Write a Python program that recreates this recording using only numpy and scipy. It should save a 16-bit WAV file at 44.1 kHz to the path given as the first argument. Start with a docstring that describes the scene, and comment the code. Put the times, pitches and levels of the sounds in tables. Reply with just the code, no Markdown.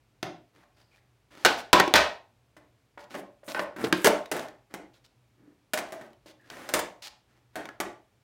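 """On concrete under a roof, a skateboard is popped, falls on its back, is kicked over and pushed about.
Each blow is a short burst of gritty noise that rings the wooden deck, built from dying sine waves.
Shoes scuff and wheels roll as shaped noise with snags; the trucks creak as wavering tones.
The shelter answers with a short tail of echoes, over faint air noise and a hum.
The hardest clacks overload a microphone lying near the floor."""
import sys
import numpy as np
from scipy import signal
from scipy.fft import rfft, irfft
from scipy.io import wavfile
from scipy.ndimage import uniform_filter1d

SR = 44100
rng = np.random.default_rng(int(sys.argv[2]) if len(sys.argv) > 2 else 0)


def dump(signal):
    """Clip the signal to [-1, 1] and save it as 16-bit WAV at the path in sys.argv[1]."""
    limited = np.clip(np.atleast_2d(signal).T, -1, 1)
    pcm = np.round(limited * 32767).astype(np.int16)
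    wavfile.write(sys.argv[1], SR, pcm)


N = 362943  # length in samples

# Ways the deck and its trucks bend and ring.
# Each row: pitch in Hz, relative level in dB, time to die by 60 dB in seconds (halved under rubbing).
DECK_MODES = [(146.6, -20.5, 0.12), (190, -11, 0.17), (300.6, -10, 0.11), (350.8, -13, 0.16),
              (393, -14.5, 0.093), (594, -20, .16), (616, -19.5, 0.18), (726.2, -20, 0.04),
              (883, -15, 0.065), (1073, -16, 0.29), (1483, -11, 0.033), (1832, -16.5, 0.057),
              (2240, -26.5, 0.21)]


def amp(db):
    """Turns decibels into a gain."""
    return 10 ** (np.asarray(db) / 20)


def unit(x):
    """Scales a sound to an energy of one."""
    return x / np.sqrt(np.sum(x ** 2) + 1e-20)


def read(points, hz):
    """Reads a curve of (Hz, value) points, joined on a log-frequency axis."""
    point_hz, value = np.transpose(points)
    return np.interp(np.log(hz + 1), np.log(point_hz + 1), value)


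def add(mix, s, sound):
    """Mixes a sound in at s seconds, cutting off what runs past the end."""
    start = max(round(s * SR), 0)
    part = mix[start:][:len(sound)]
    part += sound[:len(part)]


def colour(x, points, size=2048):
    """Filters by a (Hz, dB) curve without smearing ahead in time, so that attacks stay sharp."""
    hz = abs(np.fft.fftfreq(size, 1 / SR))
    log_gain = np.log(amp(read(points, hz)))
    # minimum phase: the phase follows from the log gain
    spectrum = np.exp(np.conj(signal.hilbert(log_gain)))
    taps = np.fft.ifft(spectrum).real
    return signal.fftconvolve(x, taps[:size // 2])[:len(x)]


def contact_tone(thud_db, edge_db, fizz_db):
    """Gives the (Hz, dB) curve of a contact: soft heavy ones thud, hard gritty ones fizz."""
    low = [(25, thud_db - 37), (90, thud_db - 14.5), (170, thud_db - 8), (240, thud_db - 2.0), (310, thud_db)]
    middle = [(700, -0.54), (1150, -2.0), (1900, -0.7)]
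    high = [(2700, edge_db * 0.61), (4500, edge_db), (8500, fizz_db + 1.5), (16000, fizz_db - 5.5)]
    return low + middle + high


def mode(t, hz, t60):
    """One vibration of unit energy that dies by 60 dB in t60 seconds."""
    return unit(np.sin(2 * np.pi * hz * t) * amp(-60 * t / t60))


def grit(t, rough_db):
    """Noise of many tiny collisions; a larger rough_db makes their sizes more uneven."""
    size = np.minimum(rng.exponential(1, len(t)), 4)
    return rng.standard_normal(len(t)) * amp(rough_db * size)


def background():
    """Faint outdoor air, as noise shaped by frequency, and an electrical hum, as a steady sine wave."""
    # Spectrum of the air. Each row: frequency in Hz, relative level in dB.
    air_spectrum = [(15, -53.5), (25, -38), (48, -6), (87, -10), (102, -7), (123, -2), (153, -16),
                    (285, -15), (439, -18.5), (2050, -27.5), (2220, -25), (2610, -27.5), (16000, -43)]
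    air_db = -68.5
    hum_hz, hum_db = 120.4, -72.5
    gain = amp(read(air_spectrum, np.fft.rfftfreq(N, 1 / SR)))
    air = irfft(rfft(rng.standard_normal(N)) * gain, N)
    hum = np.sin(2 * np.pi * hum_hz * np.arange(N) / SR)
    return amp(air_db) * air / air.std() + amp(hum_db) * hum


def shelter(x, room_db, size=256):
    """Echoes from roof, ramp and walls: sparse taps that build up, then die band by band."""
    # How fast the echoes die. Each row: frequency in Hz, time to fall by 60 dB in seconds.
    decay_times = [(100, 0.32), (300, .35), (480, 0.32), (660, 0.38), (900, 0.33), (1300, 0.29),
                   (3500, 0.3), (7000, 0.26), (15000, 0.13)]
    # Tone of the echoes. Each row: frequency in Hz, relative level in dB.
    echo_tone = [(80, 3), (300, -0.5), (700, 3.5), (1500, -1.5), (4000, -5), (8000, -5), (15000, -4)]
    t = np.arange(SR * 3 // 5) / SR
    density = np.minimum(.03 + 2.5 * t, .3)
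    taps = rng.choice([-1., 1.], len(t)) * (rng.random(len(t)) < density)
    taps *= np.clip((t - .003) / 0.0033, 0, 1)  # silent for the first 3 ms
    hz, at, bands = signal.stft(taps, SR, nperseg=size)
    fall_db = 60 * at / read(decay_times, hz)[:, None]
    bands = bands * amp(read(echo_tone, hz)[:, None] - fall_db)
    tail = signal.istft(bands, SR, nperseg=size)[1] / np.linalg.norm(taps * amp(-170 * t))
    response = amp(room_db) * tail
    response[0] += 1  # the direct sound
    return signal.fftconvolve(x, response)


def creak(length, hz, level_db):
    """Rubber sticking and slipping: a broken, wavering squeak."""
    t = np.arange(round(length * SR)) / SR
    waver = uniform_filter1d(rng.standard_normal(len(t)), size=60)
    grip = uniform_filter1d(rng.standard_normal(len(t)), size=500)
    pitch = hz * (1 + .07 * waver / waver.std())
    squeak = np.sin(2 * np.pi * np.cumsum(pitch) / SR)
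    squeak *= abs(grip) / np.sqrt(np.mean(grip ** 2))
    fade = signal.windows.tukey(len(t), .5)
    return shelter(amp(level_db) * squeak * fade, room_db=-2)


def rub(length, level_db, tone_db, rough_db, judder_db, deck_db, attack, release, snags_per_s=70, snag_db=9):
    """A stroke over rough concrete: fine grains under uneven pressure, and snags that knock on the deck."""
    stroke = max(length, .005)
    t = np.arange(round((stroke + 0.089) * SR)) / SR
    judder = uniform_filter1d(rng.standard_normal(len(t)), size=130)
    pressure = (1 - np.exp(-t / attack)) * np.exp(-np.maximum(t - length, 0) / release)
    pressure *= amp(1.0 - 2.9 * np.minimum(t / stroke, 1))  # the stroke loses speed
    uneven_grit = grit(t, rough_db) * amp(judder_db * judder / judder.std())
    grains = pressure * unit(uneven_grit) * np.sqrt(len(t))
    snag_now = rng.random(len(t)) < snags_per_s / SR
    snags = pressure * amp(snag_db) * rng.standard_normal(len(t)) * snag_now
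    deck = sum(amp(db) * mode(t, hz, t60 / 2) for hz, db, t60 in DECK_MODES)
    ringing = signal.fftconvolve(amp(deck_db) * grains + snags, deck)[:len(t)]
    rubbing = grains + 4 * snags + ringing
    return shelter(amp(level_db) * colour(rubbing, contact_tone(*tone_db)), room_db=-4)


def grind(length, level_db, thud_db=-3, edge_db=-5, fizz_db=4):
    """Grip tape on sand: separate grains crack, thin and bright."""
    return rub(length, level_db, (thud_db, edge_db, fizz_db), rough_db=9.0, judder_db=1.0, deck_db=-26,
               attack=.03, release=.01)


def roll(length, level_db, thud_db=2.0, edge_db=-14, fizz_db=-20):
    """Hard wheels rumble over coarse grains."""
    return rub(length, level_db, (thud_db, edge_db, fizz_db), rough_db=0.5, judder_db=0.5, deck_db=-24.5,
               attack=0.002, release=0.035)


def scrape(length, level_db, bright_db):
    """A flat sole rumbles and builds slowly; a grazing one hisses and bites at once."""
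    rise_share = 0.14  # part of a stroke spent building up pressure, at neutral brightness
    tone_db = 0.0 - .8 * bright_db, bright_db - 7.5, .7 * bright_db - 19
    rise = max(rise_share * length * amp(-.8 * bright_db), .001)
    return rub(length, level_db, tone_db, rough_db=4.0, judder_db=1.0, deck_db=-19,
               attack=min(rise, .035), release=0.0064)


def blow(strength_db, thud_db, edge_db, fizz_db, contact, ring_hz, ring_db, room_db):
    """A few ms of chatter against the concrete; the deck rings on."""
    push_db = -40 - 2  # air shoved aside by the flat of the deck
    flex_hz, flex_db = 72, -40  # the whole board bouncing as one beam
    t = np.arange(SR // 4) / SR
    contact = max(contact, .001)  # seconds
    crush = grit(t, rough_db=5.5) * np.exp(-t / contact)
    # trucks and bolts rattle on for a moment, duller than the crushed grit
    rattle = colour(grit(t, rough_db=2.5), [(3000, 2), (12000, -5.0)])
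    rattle = .13 * rattle * np.exp(-t / 0.047)
    # a long contact (a sole, a glancing wheel) also starts softly
    onset = 1 - np.exp(-t / (12 * contact ** 2))
    chatter = unit((crush + rattle) * onset)
    chatter[0] += 0.44 * np.exp(-contact / 0.0016)  # hard contacts open with a tick

    # where the board is hit decides how much each mode takes
    deck = np.zeros(len(t))
    for hz, db, t60 in DECK_MODES:
        side, share, bend = rng.standard_normal(3)
        deck += np.sign(side) * amp(db + 1.5 * share) * mode(t, hz * (1 + .012 * bend), t60)
    ring = unit(mode(t, ring_hz, .09) + .6 * mode(t, ring_hz * 1.055, .06))
    struck = chatter + amp(-11) * deck + amp(ring_db - 8.5) * ring
    wood = colour(struck, contact_tone(thud_db, edge_db, fizz_db))

    # hard blows flex the whole board and put a low thump under the clack
    u = t / 0.0026
    push = unit(u * (2 - u) * np.exp(-u))
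    flex = mode(t, flex_hz * rng.uniform(.85, 1.15), .2)
    thump = amp(push_db) * push + amp(flex_db) * flex
    thump *= amp(0.26 * min(strength_db + thud_db - 29.0, 0))
    return shelter(amp(strength_db) * (wood + thump), room_db)


def tick(strength_db, bright_db, ring_hz):
    """Loose trucks and washers: a small, dry metal click with a clear pitch."""
    return blow(strength_db, thud_db=-9, edge_db=bright_db - 6.5, fizz_db=1.0 * bright_db - 18,
                contact=0.0028, ring_hz=ring_hz, ring_db=-3, room_db=-8)


def step(strength_db, weight_db, ring_db):
    """A shoe knocks softly; more weight behind it thuds deeper and crunches more grit."""
    # the ring pitch: a sole wakes the deck near its middle
    return blow(strength_db, weight_db, edge_db=0.79 * weight_db - 18.0, fizz_db=1.3 * weight_db - 28,
                contact=0.011, ring_hz=580, ring_db=ring_db, room_db=-0.55)


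def landing(strength_db, thud_db, bright_db, ring_hz, ring_db, room_db):
    """The two wheels of an axle come down one just after the other and crush the dust under them."""
    first_contact = 0.0041  # seconds; the first wheel hits clean
    # the other one follows (lag in seconds) and settles more softly (contact in seconds)
    partner_lag, partner_db, partner_contact = 0.0048, -3.5, 0.0072
    out = np.zeros(SR)
    tone_db = (thud_db, bright_db - 12.0, 1.6 * bright_db - 15.5)
    first = blow(strength_db, *tone_db, first_contact, ring_hz, ring_db - 5, room_db)
    partner = blow(strength_db + partner_db, *tone_db, partner_contact, ring_hz, ring_db + 2.5, room_db)
    add(out, 0, first)
    add(out, partner_lag, partner)
    return out


def clack(strength_db, thud_db, bright_db, contact, ring_hz, ring_db, room_db):
    """Struck bare wood: a hard edge with little fizz."""
    return blow(strength_db, thud_db, bright_db - 7.0, bright_db - 22.5, contact, ring_hz, ring_db, room_db)


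def pop(count=3):
    """The tail snaps against the floor and chatters: each rebound is weaker, after a longer gap."""
    strength_db, rebound_db = 22.5, -2  # first hit, and change per rebound
    gap, gap_growth = .0053, 1.25  # first gap in seconds, and its growth per rebound
    # each rebound lands a little further along the tail and rings a little higher
    ring_hz, ring_shift = 1452, 0.026
    out, s = np.zeros(SR), 0
    for k in range(count):
        thud_db = -2 if k else -22  # the first touch barely thuds
        hit = blow(strength_db + k * rebound_db, thud_db, edge_db=-3, fizz_db=-18, contact=0.0024,
                   ring_hz=ring_hz * (1 + ring_shift * k), ring_db=0, room_db=-8.5)
        add(out, s, hit)
        s += gap * gap_growth ** k
    return out


def scene():
    """Places board and shoes over the quiet background; every level in the tables is relative."""
    # Truck bushings under shifting weight.
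    # Each row: start in seconds, length in seconds, pitch in Hz, level in dB.
    creaks = [(.73, .2, 4750, -74), (.905, .055, 2350, -65), (.978, .015, 1900, -63),
              (6.37, .11, 1750, -65), (4.935, .03, 3700, -69)]
    # Grip tape grinding sand while the board lies on its back.
    # Each row: start in seconds, length in seconds, level in dB.
    grinds = [(3.135, 0.068, -56.5), (3.436, .2, -55), (3.773, .12, -53), (3.93, .11, -49.5)]
    # Wheels running over the concrete. Each row: start in seconds, length in seconds, level in dB.
    rolls = [(4.332, 0.097, -32), (5.85, .21, -48.5), (6.507, 0.33, -38), (7.558, 0.092, -45.5)]
    # Soles rubbing on floor and deck.
    # Each row: start in seconds, length in seconds, level in dB, brightness in dB.
    scrapes = [(0.53, .11, -53.5, -4.5), (0.762, .07, -57, 1), (0.907, 0.085, -61, 3),
               (1.303, 0.08, -45, -3), (1.366, 0.19, -43, 0), (1.572, 0.037, -33.5, 4),
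               (2.985, 0.063, -52, 4.5), (3.097, .1, -39.5, -1), (3.481, 0.04, -36, 7),
               (3.775, 0.096, -25, -11), (4.697, 0.035, -48.5, -7.5), (4.933, 0.047, -56, 4.5),
               (5.041, 0.021, -56.5, 10.5), (5.363, 0.17, -61.5, -25.5), (6.258, 0.059, -50.5, 7.5),
               (6.425, 0.21, -52.5, -2), (7.02, 0.06, -41.5, 13.5), (7.273, 0.12, -60.5, -3),
               (7.529, .04, -56, -3.5)]
    # Loose trucks and washers clicking.
    # Each row: start in seconds, strength in dB, brightness in dB, ring pitch in Hz.
    ticks = [(0.5622, -32, 1, 2060), (4.2576, -13, 0.5, 3800), (4.395, -3, 0, 630), (4.485, -19, 5, 1770),
             (6.1315, -30, 4, 3010), (6.5006, -8, 1.5, 1510), (7.6549, -7.5, -2, 2193),
             (7.689, -5.5, -8, 1680)]
    # Shoes treading on the floor and the deck.
    # Each row: start in seconds, strength in dB, weight in dB, deck ring in dB.
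    steps = [(.63, -24.5, -3, -14), (2.566, -17, 7.5, -5), (2.975, -6.5, -5.5, -1.5),
             (3.142, -1.5, -0.5, -17), (3.149, -3.5, 5, 1), (3.207, -22, -2, 9.5), (3.432, -20.5, -2, 6),
             (3.479, -4, 2.5, -2.5), (3.762, -6, 5, -10), (6.0112, -8.5, 3, -14), (6.259, -23.5, 11.5, 2),
             (6.41, -35, 12, -12)]
    # An axle dropping or bouncing onto the floor. Each row: start in seconds, strength in dB,
    # thud in dB, brightness in dB, ring pitch in Hz, ring level in dB, room echo in dB.
    landings = [(4.0449, 19, -3.5, 1, 1660, -6, -13), (4.0573, 18.5, 4, 1, 438, -5.5, -7),
                (4.0702, 19, -2.5, 1, 595, 2, -5), (4.3148, 6.5, 4.5, 2.5, 621, -7, -.5),
                (4.366, -1, 1, 0, 615, -2, -1.5), (4.7395, -2.5, 6, 0.5, 2063, -7.5, -2),
                (5.7349, 9.5, -8.5, 3, 620, -4, -2), (5.775, 6, -8, 0, 1910, -10, -6.5),
                (5.7872, 1.5, -2, 0.5, 1760, -18, -1), (5.9222, -7, 0, 1, 648, 1.5, 2),
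                (6.6899, 0, -7, 1, 570, -3, -1), (6.7377, 13, -2, 4, 1170, -8, 1.5),
                (6.791, -0.5, -5, 6.5, 953, 5.5, -9), (7.5557, -1, 3, -0.5, 567, -15, 4.5),
                (7.8017, 8, -0.5, 0.5, 1170, -6.5, -3)]
    # Hard knocks on the bare wood of the deck. Each row: start in seconds, strength in dB, thud in dB,
    # brightness in dB, contact time in seconds (1 ms at least is used), ring pitch in Hz,
    # ring level in dB, room echo in dB.
    clacks = [(0.2281, 4, 1, 2, .0058, 158, -1, -0.5), (1.73, 31.5, -1, 1.5, .0048, 988, -3, -7),
              (1.7987, 28, -6, -4, 0.0049, 1844, -8, -14.5), (1.877, 2.5, 3.5, 1.5, 0.0036, 342.3, 5, -6.5),
              (1.939, 28.5, -5.5, 1, 0.00089, 1430, -17, -10.5),
              (1.955, 25, -13.5, 1, .008, 1894, -11.5, 0.5), (3.547, 7, -3.5, -8.5, .005, 539, -12, 5.5),
              (3.593, 10.5, -7, -8.5, .0055, 571, -4.5, -5), (3.84, 6.5, 8.5, 0.5, .011, 426, -2.5, -10),
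              (3.926, 17, 6.5, 1, 0.0023, 1593, -6.5, -9)]

    mix = background()
    for source, events in [(creak, creaks), (grind, grinds), (roll, rolls), (scrape, scrapes),
                           (tick, ticks), (step, steps), (landing, landings), (clack, clacks)]:
        for s, *settings in events:
            add(mix, s, source(*settings))
    add(mix, 1.4492, pop())
    return mix[None]


def record(dry, lopsided=0.014):
    """The microphone overloads, a little unevenly, on the hardest clacks; then both ends are cut."""
    ceiling = .5 * (1 + lopsided * np.sign(dry))
    clipped = dry / (1 + abs(dry / ceiling) ** 3) ** (1 / 3)
    low_cut = signal.butter(2, 28, "high", fs=SR, output="sos")  # Hz
    clipped = signal.sosfilt(low_cut, clipped)
    high_cut = signal.firwin(255, 16100, window=("kaiser", 8), fs=SR)  # Hz
    return signal.oaconvolve(clipped, high_cut[None], "same")


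dry = scene()
out = record(dry)
dump(out)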